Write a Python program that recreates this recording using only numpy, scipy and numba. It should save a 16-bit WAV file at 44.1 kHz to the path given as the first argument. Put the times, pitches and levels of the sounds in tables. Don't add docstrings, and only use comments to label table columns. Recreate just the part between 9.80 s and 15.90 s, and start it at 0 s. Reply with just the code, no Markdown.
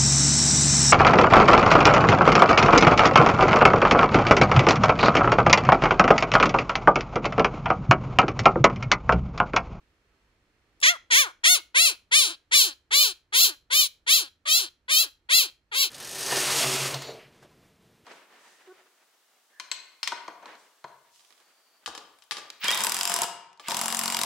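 import sys
import numpy as np
from scipy import signal
from scipy.fft import rfft, irfft, next_fast_len
from scipy.io import wavfile
from scipy.ndimage import uniform_filter1d, map_coordinates
from numba import njit

SR = 44100
rng = np.random.default_rng(int(sys.argv[2]) if len(sys.argv) > 2 else 0)


def generate_wav(sig):
    pcm = np.round(np.clip(np.atleast_2d(sig).T, -1, 1) * 32767).astype(np.int16)
    wavfile.write(sys.argv[1], SR, pcm)


def nominal_scale(level):
    x = np.asarray(level, float) / 20
    return 10 ** x


N = 268921
TIME = np.arange(N) / SR


def level(x, db):
    return x * nominal_scale(db) / np.sqrt(np.mean(x ** 2))


def curves(table):
    s, *columns = np.transpose(table)
    return [np.interp(TIME, s, c) for c in columns]


@njit
def svf(x, hz, width_hz):
    y, b, l = np.empty(len(x)), 0., 0.
    for i in range(len(x)):
        g, k = np.tan(np.pi * hz[i] / SR), width_hz / hz[i]
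        v = (b + g * (x[i] - l)) / (1 + g * (g + k))
        b, l, y[i] = 2 * v - b, l + 2 * g * v, k * v
    return y


def band(x, hz, width_hz):
    if np.ndim(hz):
        return svf(x, np.clip(hz, 20, .45 * SR), 1. * width_hz)
    return signal.lfilter(*signal.iirpeak(hz, hz / width_hz, fs=SR), x)


def walk(rate_hz):
    k = int(SR / rate_hz)
    held = np.repeat(rng.standard_normal(N // k + 1), k)
    return 1.3 * uniform_filter1d(uniform_filter1d(held, k), k)[:N]


def late(x, samples):
    return np.concatenate([np.zeros(int(samples)), x])[:N]


# freq_hz, density_db_per_hz
HISS_SPECTRUM = [(25, -10), (60, -2.5), (110, -16.5), (170, -25), (330, -12.5), (700, -27), (2000, -21),
                 (3500, -36), (6000, -37), (7500, -46.5), (12000, -65.5)]
# freq_hz, level_db
WHINE_TONES = [(4204, -88.5), (4414, -97.5)]


def hiss(duck):
    hiss_db = -68
    out = 0
    freq_hz, density_db = np.transpose(HISS_SPECTRUM)
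    port_tilt = nominal_scale(np.array([[-1.0], [1.0]]))
    for hz in 28 * 2 ** np.arange(0, 9, .5):
        mid, side = (band(rng.standard_normal(N), hz, hz / 3) for _ in range(2))
        db = np.interp(np.log(hz), np.log(freq_hz), density_db) + walk(6)
        apart = np.clip(hz / 2000, .15, 1)
        depth_db = np.interp(np.log(hz), np.log([80, 300, 2000]), [-3, -8, -12])
        pair = mid + apart * side * np.array([[1], [-1]])
        out = out + nominal_scale(db + depth_db * duck) * pair * port_tilt
    quiet = np.sqrt(np.mean(out[:, :SR * 9 // 10] ** 2))
    whine = sum(nominal_scale(db - 8 * duck) * np.sqrt(2) * np.sin(2 * np.pi * hz * TIME) for hz, db in WHINE_TONES)
    return out * nominal_scale(hiss_db) / quiet + whine * np.array([[1], [.6]])


def gain_duck(bird):
    recovery_s = 1.5
    keep = np.exp(-1 / (SR * recovery_s))
    loud = uniform_filter1d(np.abs(bird), size=900) > nominal_scale(-40)
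    return np.tanh(1.8 * signal.lfilter([1 - keep], [1, -keep], 1. * loud))


# time_s, level_db, left_minus_right_db
AIR_PUFFS = [
    (1.45, -76, -14),
    (2.391, -64.5, -15.5),
    (2.75, -68, -5.5),
    (3.63, -61.5, -9),
    (4.352, -67, -11.5),
    (5.58, -65, -10),
]


def puffs():
    out = np.zeros((2, N))
    for s, db, pan_db in AIR_PUFFS:
        for side, sign in enumerate([1, -1]):
            thump = level(band(rng.standard_normal(N), 35, 90), db + sign * pan_db / 2)
            out[side] += thump * np.exp(-((TIME - s) / 0.026) ** 2)
    return out


@njit
def walls(x, lags, gain, damp):
    line, soft, out = np.zeros((8, 4096)), np.zeros(8), np.zeros((2, len(x)))
    for i in range(len(x)):
        total = 0.
        for k in range(8):
            soft[k] += (1 - damp) * (gain[k] * line[k, (i - lags[k]) & 4095] - soft[k])
            total += soft[k]
            out[k % 2, i] += soft[k]
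        for k in range(8):
            line[k, i & 4095] = x[i] + soft[k] - total / 4
    return out


def room(bird):
    t60_s, damp, room_db = 0.25, 0.19, -22
    lags = rng.integers(500, 2200, size=8)
    return nominal_scale(room_db) * walls(bird, lags, nominal_scale(-60 * lags / SR / t60_s), damp)


# time_s, throat_boost_db, chest_boost_db, right_lag_samples
POSTURE = [(1.1, 5.5, 2.5, 11.5), (1.4, 5, 0.5, 11.3), (1.72, 5.5, 4, 10.75), (2.05, 12, 3.5, 10.34),
           (2.4, 4, 1, 10.4), (2.8, 5, 0, 10.6), (3.2, 5, 3, 11), (4.0, 3.5, -0.5, 10.9),
           (4.8, 4.5, -.5, 10.78), (5.6, 7, 0, 11.1), (6.0, 7, -0.5, 11.2)]
# freq_hz, width_hz, share_removed_0_1
CAVITY_DIPS = [(2890, 100, 0.07), (7630, 240, 0.4)]
# delay_ms, level_db
PERCH_ECHOES = [(.45, -18.5), (1.1, -14.5)]
# freq_hz, left_minus_right_db, right_extra_lag_samples
PORT_COLOUR = [(350, 1, 4), (650, 6, 2.5), (1200, 3.5, -2.5), (1750, 0, -.4), (2300, -.5, .2),
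               (3000, 4, .4), (4000, 3, -.2), (5800, -5, -.1), (6900, 1, 1.1), (7800, 11, .6),
               (9300, 15, -.2), (11400, 5, -.1), (12600, -4, .1)]
# delay_ms, level_db
SURFACE_ECHOES = [
    [(2.3, -8.5), (3.7, -10), (7.1, -11.5), (11.9, -18)],
    [(2.9, -26.5), (4.3, -9), (6.4, -6), (13.1, -19)],
]


def ports(x):
    for hz, width_hz, share in CAVITY_DIPS:
        x = x - share * band(x, hz, width_hz)
    x = x + sum(nominal_scale(db) * late(x, ms * SR / 1000) for ms, db in PERCH_ECHOES)
    size = next_fast_len(N)
    hz, db, lag = np.transpose(PORT_COLOUR)
    bins = np.arange(size // 2 + 1)
    tilt_db, extra = (np.interp(np.log(bins * SR / size + 1), np.log(hz), c) for c in (db, lag))
    half = nominal_scale(tilt_db / 2) * np.exp(1j * np.pi * bins * extra / size)
    left, right = (irfft(rfft(x, size) * half ** sign, size)[:N] for sign in (1, -1))
    right = map_coordinates(right, [np.arange(N) - curves(POSTURE)[2]], order=3)
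    heard = []
    for port, echoes in zip((left, right), SURFACE_ECHOES):
        treble = band(band(port, 6500, 9900), 6000, 11000)
        heard.append(port + sum(nominal_scale(db) * late(treble, ms * SR / 1000) for ms, db in echoes))
    return np.array(heard)


# time_s, peak_db, freq_hz
BEAK_TICKS = [
    (1.002, -45, 6020),
    (1.015, -36.5, 4500),
]


def ticks():
    out = np.zeros(N)
    for s, db, hz in BEAK_TICKS:
        after = np.maximum(TIME - s, 0)
        out += level(band(rng.standard_normal(N), hz, 7000), db) * (TIME > s) * np.exp(-after / .0025)
    return out


# start_s, effort_db, attack_s, hold_end_after_start_s, fade_s
CALLS = [(1.025, -21, .003, 0.058, 0.054), (1.303, -22, 0.0076, 0.093, .075),
         (1.635, -20, 0.0054, .1, 0.064), (1.944, -21, .011, 0.12, 0.089), (2.312, -18, .012, 0.064, .18),
         (2.712, -18, 0.012, 0.088, 0.13), (3.108, -18.5, 0.016, .11, 0.13),
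         (3.524, -19.5, 0.016, 0.12, 0.083), (3.902, -20.5, .017, .11, .095),
         (4.265, -18, .017, 0.068, 0.14), (4.655, -18.5, 0.029, 0.086, 0.15),
         (5.082, -20.5, 0.018, 0.12, 0.076), (5.49, -17.5, .02, 0.084, 0.12),
         (5.916, -20.5, 0.036, .11, .075)]
# scoop_hz, crest_hz, end_hz, crest_after_start_s, fall_s
CALL_TUNES = [(540, 708, 420, .078, .064), (428.3, 606, 265, .09, .1), (638.4, 735, 340, .075, .082),
              (589.3, 703, 267, .09, .098), (573.5, 624, 310, .062, .125), (577, 578, 295, 0.055, .125),
              (559.5, 622, 390, .112, .075), (504.3, 610, 320, .108, .072), (561.6, 622, 560, .09, 0.054),
              (579.5, 700, 287, 0.085, .09), (597, 711, 260, .131, .085), (589, 692, 303, .132, .045),
              (622, 695, 285, .075, .105), (503, 566, 230, .09, .08)]
# first_hz, rise_bend, fall_bend (1 straight, more = late), low_tail_s
CALL_MANNER = [(589.7, .8, 3.2, .004), (503.5, .9, 1.5, 0.025), (487.4, .6, 2.1, .018),
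               (474, 0.71, 1.7, 0.024), (447.5, 0.96, 1.4, 0.055), (438, .9, 1.6, 0.045),
               (401.6, .9, 1.05, .035), (394, 1.05, 1.4, 0.046), (471.6, .6, 1.1, 0.027),
               (445.4, 1.05, 1.2, 0.046), (603, 0.88, .5, .02), (487, 1.6, 1.8, 0.035),
               (459, 0.65, 1.8, 0.032), (470, 0.77, 1.9, .016)]
# time_s, pitch_jump_hz, half_width_s
VOICE_CATCHES = [(1.049, -70, .01), (1.647, -60.5, .01), (1.742, 22, 0.013), (2.486, -49, .012),
                 (2.511, 45, .015), (2.752, 23.5, .01), (3.625, 100, .024), (4.667, -40, .006),
                 (4.682, 55, .007), (5.124, 30, .012), (5.937, -90, .012)]


def gestures():
    scoop_s, tail_sag = .036, .15
    attack_db, fade_db, fade_bend = -28, -29.5, 1.463
    swell_db_per_octave, chest_db_per_octave = 2.5, 4.5
    chest_db, chest_follows = -34.5, 0.071
    chest_late_db, chest_late_s, chest_end_db, chest_end_s = -10.5, .014, -12, 0.048

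    which = np.clip(np.searchsorted(np.array(CALLS)[:, 0], TIME + .03) - 1, 0, None)
    start, top_db, attack, hold, fade = np.array(CALLS)[which].T
    scoop_hz, crest_hz, end_hz, crest, fall = np.array(CALL_TUNES)[which].T
    first_hz, rise_bend, fall_bend, tail = np.array(CALL_MANNER)[which].T
    t = np.maximum(TIME - start, 0)
    length = crest + fall + tail

    def part(a, b):
        return np.clip((t - a) / (b - a), 0, 1)

    hz = first_hz + (scoop_hz - first_hz) * part(0, scoop_s)
    hz = hz + (crest_hz - scoop_hz) * part(scoop_s, crest) ** rise_bend
    hz = hz + (end_hz - crest_hz) * part(crest, crest + fall) ** fall_bend
    hz = hz * (1 - tail_sag * part(crest + fall, length))
    hz = hz + sum(jump_hz * np.exp(-((TIME - s) / width_s) ** 4) for s, jump_hz, width_s in VOICE_CATCHES)
    slack = np.log2(hz / crest_hz)
    effort_db = top_db + attack_db * np.exp(-t / attack)
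    effort_db = effort_db + fade_db * (np.maximum(t - hold, 0) / fade) ** fade_bend
    effort_db = np.maximum(effort_db + swell_db_per_octave * slack, -70)
    body_db = chest_db + chest_db_per_octave * slack + chest_follows * (effort_db - top_db)
    body_db = body_db + chest_late_db * np.exp(-t / chest_late_s)
    body_db = body_db + chest_end_db * part(length - chest_end_s, length)
    return hz, effort_db, body_db, t, part(hold, length), (TIME > start) & (t < length)


def syrinx(hz, rough):
    phase = np.cumsum(hz * (1 + .0015 * walk(70) + .005 * walk(35))) / SR
    cycle = np.arange(1, int(phase[-1]))
    chance = rng.standard_normal((N // 40, 2))[:len(cycle)].T
    at = np.interp(cycle, phase, np.arange(N))
    r, rate = np.interp(at, np.arange(N), rough), np.interp(at, np.arange(N), hz)
    trains = []
    for share in (1, .6):
        when = at + .12 * share * r * chance[0] * SR / rate
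        size = nominal_scale(7.0 * share * r * chance[1]) * np.sqrt(SR / rate)
        taps = np.clip(when.astype(int)[:, None] + np.arange(-7, 9), 0, N - 1)
        gap = taps - when[:, None]
        click = np.sinc(gap) * np.cos(np.pi * gap / 16) ** 2 * size[:, None]
        trains.append(np.bincount(taps.ravel(), click.ravel(), N))
    air = np.exp(-(phase % 1) / .5) * rng.standard_normal(N)
    return *trains, air


def ring(x, modes, opening):
    out = 0
    for k, (shut_hz, open_hz, width_hz, shut_db, open_db) in enumerate(modes):
        gain = (-1) ** k * nominal_scale(shut_db + (open_db - shut_db) * opening)
        out = out + gain * band(x, shut_hz + (open_hz - shut_hz) * opening, width_hz)
    return level(out, 0)


# ratio, width_hz, level_db
TONGUE_MODES = [(.87, 1072, -5.5), (1.0, 1042, 1), (1.1, 900, -1.5)]
# freq_hz, width_hz, level_db
BEAK_EDGE = (14900, 1100, 0.5)


def tongue_ring(thin, tongue_hz, effort_db, t, opening):
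    edge_late_db, edge_late_s = -22, .02
    nasal_hz, nasal_glide_hz, nasal_width_hz, nasal_share = 12400, 950, 1300, 0.94
    out = sum((-1) ** k * nominal_scale(db) * band(thin, ratio * tongue_hz, width_hz)
              for k, (ratio, width_hz, db) in enumerate(TONGUE_MODES))
    edge_hz, edge_width_hz, edge_db = BEAK_EDGE
    edge_db = edge_db + 0.27 * np.minimum(effort_db + 26.5, 0) + edge_late_db * np.exp(-t / edge_late_s)
    out = out - band(band(thin, edge_hz, edge_width_hz), edge_hz, 2500) * nominal_scale(edge_db)
    cavity_hz = nasal_hz + nasal_glide_hz * np.clip(opening, 0, 1)
    return level(out - nasal_share * band(out, cavity_hz, nasal_width_hz), 0)


# time_s, gape_0_1, tongue_hz, rasp_db, tongue_db
MOUTH_SHAPE = [(1.1, 0.06, 10400, -3, -13.5), (1.4, 0.1, 10220, -2, -7.5), (1.72, 0.7, 10400, -4, -6),
               (2.05, 1.02, 10440, -5.5, -6.5), (2.4, 0.8, 10250, -6.5, -8.5),
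               (2.8, 1.07, 11010, -5.5, -7.5), (3.2, 0.99, 11150, -7.5, -10),
               (3.6, 1.05, 11350, -5.5, -5.5), (4.0, 0.9, 11240, -6.5, -7), (4.8, 1.01, 11040, -6, -8.5),
               (5.2, 1.04, 11140, -7, -7), (6.0, 1.01, 11070, -8, -10)]
# time_s, roughness_0_1
CREAK = [(1.0, 0), (1.04, 0.2), (1.06, 0), (1.29, 0), (1.3, 0.2), (1.34, 0.06), (1.37, 0.01), (3.5, .02),
         (3.55, .08), (3.6, 0), (4.65, .07), (4.7, 0.04), (6, .02)]
# shut_hz, open_hz, width_hz, shut_db, open_db
CHEST_MODES = [(334, 342, 59, -5, 1.5), (1220, 1610, 552, 9, 6.5), (1620, 1600, 490, 6, 2)]
BEAK_MODES = [(3302, 3150, 144, 11, 5), (3480, 4093, 305, 1, 2.5), (4070, 5000, 600, -0.5, -6.5)]
RASP_MODES = [(5050, 5710, 320, 8, 6.5), (6050, 6830, 780, 5.5, 0.5), (7340, 7570, 800, -5.5, -2)]
# shut_hz, open_hz, width_hz, shut_db, open_db
THROAT_MODE = (2050, 2499.5, 419, 3.5, -9)


def parrot():
    open_s, shut_share = 0.073, 0.067
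    tongue_rest_hz, tongue_s, tongue_late_db, tongue_late_s = 9190, .075, -21.5, 0.012
    hz, effort_db, body_db, t, closing, sounding = gestures()
    hz = uniform_filter1d(hz, size=280)
    throat_boost_db, chest_boost_db, _ = curves(POSTURE)
    gape, reach_hz, rasp_db, tongue_db = curves(MOUTH_SHAPE)
    opening = gape * np.clip(t / open_s, 0, 1) - shut_share * closing
    reach = np.clip(t / tongue_s, 0, 1) - 1.1 * closing ** 2
    tongue_hz = tongue_rest_hz + (reach_hz - tongue_rest_hz) * reach
    weak_db = np.minimum(effort_db + 36, 0)
    chest_db = body_db + chest_boost_db - effort_db
    rasp_db = rasp_db + weak_db
    tongue_db = tongue_db + weak_db + tongue_late_db * np.exp(-t / tongue_late_s)
    rough = 0.0088 + 0.24 * np.clip(-(effort_db + 20.5) / 22, 0, 1) + curves(CREAK)[0]
    pulses, body, air = syrinx(hz, rough)
    breathy = pulses + (.07 + .7 * rough) * air

    chest = ring(body - band(body, 60, 320) + 0.035 * air, CHEST_MODES, opening) * nominal_scale(chest_db)
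    throat = ring(band(breathy, 2200, 1200), [THROAT_MODE], opening) * nominal_scale(throat_boost_db - 6.5)
    beak = ring(band(band(breathy, 3900, 3700), 3900, 4400), BEAK_MODES, opening)
    rasp = ring(band(breathy, 7100, 2300), RASP_MODES, opening) * nominal_scale(rasp_db)
    thin = band(breathy + .05 * air, 12000, 9000)
    tongue = tongue_ring(thin, tongue_hz, effort_db, t, opening) * nominal_scale(tongue_db)
    breath = nominal_scale(effort_db + 2.5) * uniform_filter1d(1. * sounding, size=200)
    return breath * (tongue + late(rasp, 8) + late(beak, 18) - late(throat, 26) + late(chest, 30))


def scene():
    bird = parrot() + ticks()
    return ports(bird) + room(bird) + hiss(gain_duck(bird)) + puffs()


def top_cut(x):
    return signal.sosfilt(signal.butter(12, 17000, fs=SR, output="sos"), x)


def record(dry):
    ceiling = .9
    cut = signal.ellip(10, .2, 60, 15720, fs=SR, output="sos")
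    mix = signal.sosfilt(cut, ceiling * np.tanh(dry / ceiling))
    return top_cut(mix)


dry = scene()
out = record(dry)
generate_wav(out)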